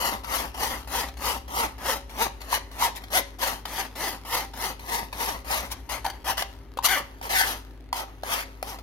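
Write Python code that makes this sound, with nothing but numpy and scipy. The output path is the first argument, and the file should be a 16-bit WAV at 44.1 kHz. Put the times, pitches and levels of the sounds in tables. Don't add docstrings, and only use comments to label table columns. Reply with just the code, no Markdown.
import sys
import numpy as np
from scipy import signal
from scipy.fft import rfft, irfft
from scipy.io import wavfile
from scipy.ndimage import uniform_filter1d, map_coordinates

SR = 44100
rng = np.random.default_rng(int(sys.argv[2]) if len(sys.argv) > 2 else 0)


def file_out(sig):
    cols = np.atleast_2d(sig).T
    lim = np.clip(cols, -1, 1)
    pcm = np.round(lim * 32767).astype(np.int16)
    wavfile.write(sys.argv[1], SR, pcm)


N = 388962
TIME = np.arange(N) / SR

# touch-down t/s, fastest t/s, rise/s, fall/s, level/dB, grit re level/dB,
# top wire-crossing rate/Hz, unevenness/1, bare-mesh ring/dB, left minus right/dB
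SPOON_STROKES = [(0.0, 0.046, 0.11, 0.13, -28, -2.5, 560.0, 0.26, -17.0, 1.5),
                 (0.234, 0.357, 0.099, 0.13, -28, -3, 560.6, 0.24, -9, 1.0),
                 (0.541, 0.646, 0.087, 0.16, -29, -2.5, 481, 0.21, -15, 0),
                 (0.873, 0.977, 0.098, 0.097, -28, -2, 476, 0.13, -15.5, -0.5),
                 (1.169, 1.29, 0.098, 0.1, -27, -2.5, 490.1, 0.12, -12, 0),
                 (1.479, 1.598, 0.095, 0.094, -26.5, -3.5, 473.8, 0.12, -14.0, -2),
                 (1.78, 1.91, 0.095, 0.075, -27, -2.5, 509.4, 0.09, -14, -0.5),
                 (2.094, 2.232, 0.07, 0.049, -23.5, -4, 511.6, 0.05, -13, -0.5),
                 (2.404, 2.541, 0.045, 0.048, -24.5, -2, 975, 0.12, -9.0, 0.0),
                 (2.713, 2.839, 0.058, 0.059, -22, -3, 1000.0, 0.13, -21, -2),
                 (2.95, 2.967, 0.015, 0.024, -40.5, 3, 700.4, 0.31, -7, -1.5),
                 (3.102, 3.164, 0.052, 0.051, -20, -2.5, 782.3, 0.05, -13, 0.5),
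                 (3.386, 3.44, 0.058, 0.13, -27.5, -1.0, 609, 0.13, -10.5, 0),
                 (3.654, 3.798, 0.14, 0.078, -32.0, -2.0, 399.8, 0.16, -8.5, -0.5),
                 (3.953, 4.065, 0.14, 0.11, -31.5, -1, 399.6, 0.09, -8.5, -1),
                 (4.249, 4.355, 0.089, 0.1, -28.5, -1.0, 521, 0.14, -9.5, -2.5),
                 (4.534, 4.656, 0.11, 0.08, -30.0, -2.5, 400.0, 0.11, -13, -0.5),
                 (4.793, 4.944, 0.098, 0.11, -30.5, -1.5, 480.3, 0.11, -8, -0.5),
                 (5.127, 5.252, 0.11, 0.14, -29.5, -2.5, 480.0, 0.16, -13, -1),
                 (5.444, 5.533, 0.075, 0.15, -29, -1.5, 801.5, 0.16, -9, -1),
                 (5.701, 5.719, 0.013, 0.024, -39, 5, 697.6, 0.29, -24, -0.5),
                 (5.891, 5.927, 0.069, 0.078, -33.5, -2, 747.3, 0.21, -11, 2),
                 (6.043, 6.051, 0.045, 0.065, -32, -7, 848, 0.13, -26, 0.5),
                 (6.242, 6.303, 0.066, 0.04, -26, -3.5, 945, 0.12, -15, -0.5),
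                 (6.369, 6.402, 0.063, 0.043, -31, -1.5, 1194, 0.17, -3.5, -1.5),
                 (6.824, 6.856, 0.022, 0.029, -23.5, 5, 1451, 0.04, -20, 0),
                 (6.883, 6.921, 0.12, 0.078, -24, -3, 797, 0.02, 2, 2.5),
                 (6.958, 6.984, 0.055, 0.035, -29, -6.5, 570, 0, -11, -3),
                 (7.224, 7.246, 0.062, 0.077, -37, -4.5, 479.4, 0.15, -22.0, -3),
                 (7.29, 7.321, 0.045, 0.071, -29.5, -2.5, 801, 0.13, -7, -0.5),
                 (7.291, 7.405, 0.12, 0.055, -23.5, -1, 830.5, 0.1, 7, 0.5),
                 (7.444, 7.478, 0.08, 0.11, -31.5, 0.5, 418, 0.12, -8, -1.5),
                 (7.929, 7.99, 0.086, 0.06, -32, -3.5, 945, 0.3, -16, -2.5),
                 (8.236, 8.338, 0.095, 0.089, -29.5, -1, 723, 0.16, -4.0, -0.5),
                 (8.35, 8.404, 0.06, 0.039, -35, -2.5, 653.7, 0.16, 2, -1),
                 (8.628, 8.7, 0.094, 0.067, -38, -2.5, 430.0, 0, -16.5, -2)]
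# f/Hz, level/dB
LOADED_MESH_EQ = [(60, -4), (150, -8), (240, -7), (420, -8), (560, -2), (780, 1), (950, 6), (1150, 1),
                  (1500, -7), (1950, -3), (2350, -13), (3200, -13), (6000, -58.5)]
# f/Hz, level/dB
BARE_MESH_EQ = [(400, -16), (1000, 8.5), (1350, 2), (1600, 9), (2000, 10.5), (2300, 0.5), (2800, -4),
                (6000, -30)]
# f/Hz, level/dB
GRIT_EQ = [(900, -37), (2000, -12.5), (2900, 1), (3700, 0), (4800, -0.5), (6200, -1), (7200, -6),
           (8200, -11.5), (9500, -3), (12000, -1), (14000, -2.5), (16000, -14.5)]
# knocks, and two loud 1 kHz chirps where a stroke peaks.
# t/s, level/dB, mesh f/Hz, treble re level/dB
MESH_ACCENTS = [(0.244, -27, 935, -7.5), (0.545, -33, 950, -6), (1.085, -38.5, 768, 2.5),
                (2.415, -31.5, 944, -4), (2.528, -8.5, 973, -25), (2.824, -7.5, 1059, -25),
                (3.037, -37, 795, -0.5), (3.653, -28, 935, 0), (4.536, -35.5, 935, -4),
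                (5.127, -28, 1000, -2), (5.89, -30, 950, -11), (6.051, -19.5, 905, -7),
                (6.063, -18, 804, -4), (6.099, -33.5, 726.5, 1), (6.379, -19.5, 929, -2),
                (6.422, -20.5, 914, 0), (6.772, -23, 549, -7), (6.788, -12.5, 979, -16.5),
                (7.213, -26, 870, -12), (7.411, -18, 704, 1), (7.928, -11.5, 990, -8.5),
                (8.234, -21.5, 653, -9.5), (8.627, -18, 648, -5), (8.786, -38.5, 630, -1.5)]
# f/Hz, level/dB
TICK_EQ = [(250, -26), (700, 12), (2000, 1.5), (4500, 0.5), (8000, -13.5), (12000, -6), (16000, -15)]
# f/Hz, level/dB, t60/s
STEEL_MODES = [(558.6, -9.5, 0.44), (787.7, -8.5, 0.18), (937, -16, 0.0794), (1340, -30.5, .2),
               (1534, -12.5, 0.069), (2000, -28, 0.16), (2960, -58, .2), (3480, -32.5, 0.11),
               (4570, -32, 0.39)]
# f/Hz, level/dB
LEFT_BIAS_EQ = [(100, 3.5), (400, 2.5), (750, 0.5), (1300, 7), (2300, 2.5), (4500, 4.5), (8500, 8.5),
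                (15000, 3.5)]
# f/Hz, level/dB
HUM_TONES = [(52.7, -45), (264, -58), (307, -68), (398, -61), (528, -72.5)]
# peak t/s, rise/s, fall/s, f/Hz, level/dB
DRONE_PEAKS = [(1.2, 2.2, 2, 62.9, -41.5), (5.55, 0.6, 2.2, 61.8, -43)]
# f/Hz, level/dB
ROOM_NOISE_EQ = [(25, -12), (50, -17.5), (95, 4), (160, -12.5), (280, -7), (450, -13), (900, -24),
                 (2000, -26.5), (4500, -37), (8000, -75), (16000, -76)]


def rasp(smear_db=-4, grit_db=-1.5, burst_wires=0.81, grain_db=1.5, flutter_db=1.3, catch_db=1.14,
         skim_range_hz=(300, 650), heave_hz=170):
    body_force, grit_force = stroke_forces()
    rate_hz, uneven, bare_db = spoon_motion()
    slips, phase = wire_slips(rate_hz, uneven)
    flutter = undb(flutter_db * walk(70))
    catch = undb(catch_db * walk(35))
    bursts = np.exp(-phase / burst_wires) * undb(grain_db * walk(1500))
    bare_gain = undb(bare_db)
    skim = np.interp(rate_hz, skim_range_hz, [0, 1])
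    heave_lowpass = signal.butter(1, heave_hz, fs=SR, output="sos")
    pulp, grit = rng.standard_normal((2, N))
    channels = []
    for own_pulp, own_grit in rng.standard_normal((2, 2, N)):
        smear = colour(pulp + 0.5 * own_pulp, [(100, 5.5), (400, 4.0), (900, 8.5)])
        drive = slips + undb(smear_db) * np.sqrt(uneven * 10) * smear
        drive -= skim * signal.sosfilt(heave_lowpass, drive)
        loaded = steady(colour(drive, LOADED_MESH_EQ))
        bare = steady(colour(drive, BARE_MESH_EQ))
        body = (loaded + bare_gain * bare) / np.sqrt(1 + bare_gain ** 2)
        wires = unit(colour(bursts * (grit + own_grit), GRIT_EQ))
        channels.append(flutter * (catch * body_force * body + undb(grit_db) * grit_force * wires))
    return np.array(channels)


def stroke_forces(landing_s=0.003, body_drop_db=18.5, grit_drop_db=20.5, settle_db_per_s=49):
    body_power, grit_power = np.zeros((2, N))
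    for touch_s, peak_s, rise_s, fall_s, db, grit_db, *_ in SPOON_STROKES:
        span = slice(int(touch_s * SR), int((peak_s + 1) * SR))
        t = TIME[span]
        distance = peak_distance(peak_s, rise_s, fall_s)[span]
        landed = np.clip((t - touch_s) / landing_s, 0, 1) ** 2
        pushing = t < peak_s
        body_arch = undb(db - body_drop_db * distance ** np.where(pushing, 1.8, 1.92))
        grit_arch = undb(db + grit_db - grit_drop_db * distance ** np.where(pushing, 1.72, 1.65))
        settled_db = settle_db_per_s * (t - peak_s)
        body_floor = undb(np.where(pushing, -46.5, -50 - settled_db))
        grit_floor = undb(np.where(pushing, -51, -58.5 - settled_db))
        stall = ~pushing * undb(db - 7.5) * np.exp(-((distance - 0.698) / 0.15) ** 2)
        body_power[span] += landed * (body_arch ** 2 + stall ** 2 + body_floor ** 2)
        grit_power[span] += landed * (grit_arch ** 2 + grit_floor ** 2)
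    return np.sqrt(body_power), np.sqrt(grit_power)


def spoon_motion(creep_hz=195., slowest=.25, reach=1.05, brake_s=.095, min_uneven=0.045):
    rate_hz, uneven, bare_db = np.full(N, creep_hz), np.full(N, .35), np.full(N, -16.)
    for _, peak_s, rise_s, fall_s, _, _, top_hz, rough, ring_db, _ in SPOON_STROKES:
        distance = peak_distance(peak_s, rise_s, min(fall_s, brake_s)) / reach
        stroke_hz = top_hz * (slowest + (1 - slowest) * np.cos(np.pi / 2 * distance))
        leads = (distance < 1) & (stroke_hz > rate_hz)
        rate_hz[leads] = stroke_hz[leads]
        uneven[leads] = max(rough, min_uneven)
        bare_db[leads] = ring_db
    return rate_hz, uneven, uniform_filter1d(bare_db, SR // 100)


def wire_slips(rate_hz, uneven, scatter_db=2.0, weave_db=2.0, wobble=.04, release_wires=0.056):
    count = 8192
    stretch, strength = rng.standard_normal((count, 2)).T
    height_db = scatter_db * strength + weave_db * (-1.) ** np.arange(count)
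    rate_hz = rate_hz * np.exp(wobble * walk(70))
    wire = (np.cumsum(rate_hz) / SR).astype(int) % count
    travel = np.cumsum(rate_hz * np.exp(uneven * stretch[wire])) / SR
    phase = travel % 1
    snap = np.exp(-phase / release_wires) - release_wires
    return unit(snap * undb(height_db[travel.astype(int) % count])), phase


def taps(touch_db=-43, touch_hz=810, touch_treble_db=-1, rise_s=0.0015, thud_db=-3, tick_db=4):
    thuds, ticks = np.zeros((2, N + SR))
    t = np.arange(SR // 10) / SR
    touches = [(s, touch_db, touch_hz, touch_treble_db) for s, *_ in SPOON_STROKES if s > 0]
    for start_s, db, hz, treble_db in touches + MESH_ACCENTS:
        span = slice(int(start_s * SR), int(start_s * SR) + len(t))
        t60_s = np.interp(db, [-32, -17], [0.051, 0.016])
        tick_envelope = fade(t, t60_s) - fade(t, t60_s / 10)
        thuds[span] -= undb(db) * np.sin(2 * np.pi * hz * t) * t / rise_s * np.exp(1 - t / rise_s)
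        ticks[span] += undb(db + treble_db) * rng.standard_normal(len(t)) * tick_envelope
    return (undb(thud_db) * thuds + undb(tick_db) * colour(ticks, TICK_EQ))[:N]


def pulp_pops(pops_per_s=60, gain_db=-27, scatter_db=4, linger_s=0.13):
    _, grit_force = stroke_forces()
    squeeze = np.maximum(uniform_filter1d(grit_force, int(linger_s * SR)), 0) ** 0.19
    pops = rng.random(N) < pops_per_s / SR
    size = np.minimum(rng.exponential(size=N), np.pi)
    return undb(gain_db) * colour(squeeze * pops * undb(scatter_db * size), TICK_EQ)


def bowl_echoes(x, gain_db=-7.0, lags_s=(.0005, .0009, .0015), drift=0.2838):
    bright = undb(gain_db) * colour(x, [(300, -14), (1000, -8.5), (2500, 2.5), (7000, 1.5), (14000, 4)])
    return x + sum(np.interp(TIME - lag_s * np.exp(drift * walk(5)), TIME, bright) for lag_s in lags_s)


def steel_ring(x, gain_db=-5.5):
    t = np.arange(SR // 2) / SR
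    modes = sum(undb(db) * np.sin(2 * np.pi * hz * t) * fade(t, t60_s) / np.sqrt(t60_s)
                for hz, db, t60_s in STEEL_MODES)
    return convolve(x, undb(gain_db) * modes / np.sqrt(SR))


def kitchen(x, counter_db=-13, counter_t60_s=0.043, room_db=-19, room_t60_s=0.34):
    t = np.arange(SR // 2) / SR
    counter = rng.standard_normal(len(t)) * fade(t, counter_t60_s) * (t > .0006)
    room = rng.standard_normal(len(t)) * fade(t, room_t60_s) * (t > .008)
    early = convolve(x, counter / np.linalg.norm(counter))
    tail = convolve(x, room / np.linalg.norm(room))
    tail = colour(tail, [(200, 3.5), (4500, 8.5), (9000, 2.5), (16000, -12.5)])
    return x + undb(counter_db) * early + undb(room_db) * tail


def appliance_hum(waver_db=1, jitter_rad=0.12, drop_db=17.5):
    drone = sum(undb(db - drop_db * peak_distance(*timing_s) ** 1.1) * np.sin(2 * np.pi * hz * TIME)
                for *timing_s, hz, db in DRONE_PEAKS)
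    hum = sum(undb(db + waver_db * walk(3.6)) * np.sin(2 * np.pi * hz * TIME + jitter_rad * walk(6.5))
              for hz, db in HUM_TONES)
    return np.sqrt(2) * (hum + drone)


def background(noise_db=-52, side_db=-8, left_bias_db=2.0):
    hum = appliance_hum()
    mid, side = (unit(colour(noise, ROOM_NOISE_EQ)) for noise in rng.standard_normal((2, N)))
    sign = np.array([[1], [-1]])
    room_noise = undb(noise_db) * (mid + undb(side_db) * sign * side)
    return (hum + room_noise) * undb(sign * left_bias_db / 2)


def undb(db):
    return 10 ** (np.asarray(db) / 20)


def unit(x):
    return x / np.sqrt(np.mean(x ** 2))


def steady(x):
    return x / np.sqrt(uniform_filter1d(x ** 2, SR // 20) + 1e-12)


def convolve(x, response):
    return signal.fftconvolve(x, response)[:len(x)]


def colour(x, points, size=2048):
    hz, db = np.transpose(points)
    grid_hz = np.maximum(np.fft.rfftfreq(size, 1 / SR), 1)
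    gain = undb(np.interp(np.log(grid_hz), np.log(hz), db))
    cepstrum = irfft(np.log(gain))
    cepstrum[1:size // 2] *= 2
    cepstrum[size // 2 + 1:] = 0
    return convolve(x, irfft(np.exp(rfft(cepstrum))))


def walk(rate_hz):
    hold = max(int(SR / rate_hz), 1)
    steps = np.repeat(rng.standard_normal(N)[:N // hold + 1], hold)
    return unit(uniform_filter1d(steps, hold)[:N])


def fade(t, t60_s):
    return np.exp(-np.log(1000) * t / t60_s)


def peak_distance(peak_s, rise_s, fall_s):
    return np.where(TIME < peak_s, (peak_s - TIME) / rise_s, (TIME - peak_s) / fall_s)


def scene(right_lag_s=.00012, lag_swing_s=.00007):
    _, peak_s, *_, balance_db = np.transpose(SPOON_STROKES)
    sway_db = np.interp(TIME, peak_s, balance_db)
    transients = taps() + pulp_pops()
    channels = []
    for scrape, sign in zip(rasp(), (1, -1)):
        source = bowl_echoes(scrape + transients)
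        in_room = kitchen(source + steel_ring(source))
        side_eq = [(hz, sign * db / 2) for hz, db in LEFT_BIAS_EQ]
        channels.append(colour(in_room, side_eq) * undb(sign * sway_db / 2))
    delayed_s = TIME - right_lag_s - lag_swing_s * walk(3)
    channels[1] = map_coordinates(channels[1], [delayed_s * SR])
    return np.array(channels) + background()


def record(dry, cutoff_hz=16200):
    return signal.sosfilt(signal.ellip(10, .2, 80, cutoff_hz, fs=SR, output="sos"), dry)


dry = scene()
out = record(dry)
file_out(out)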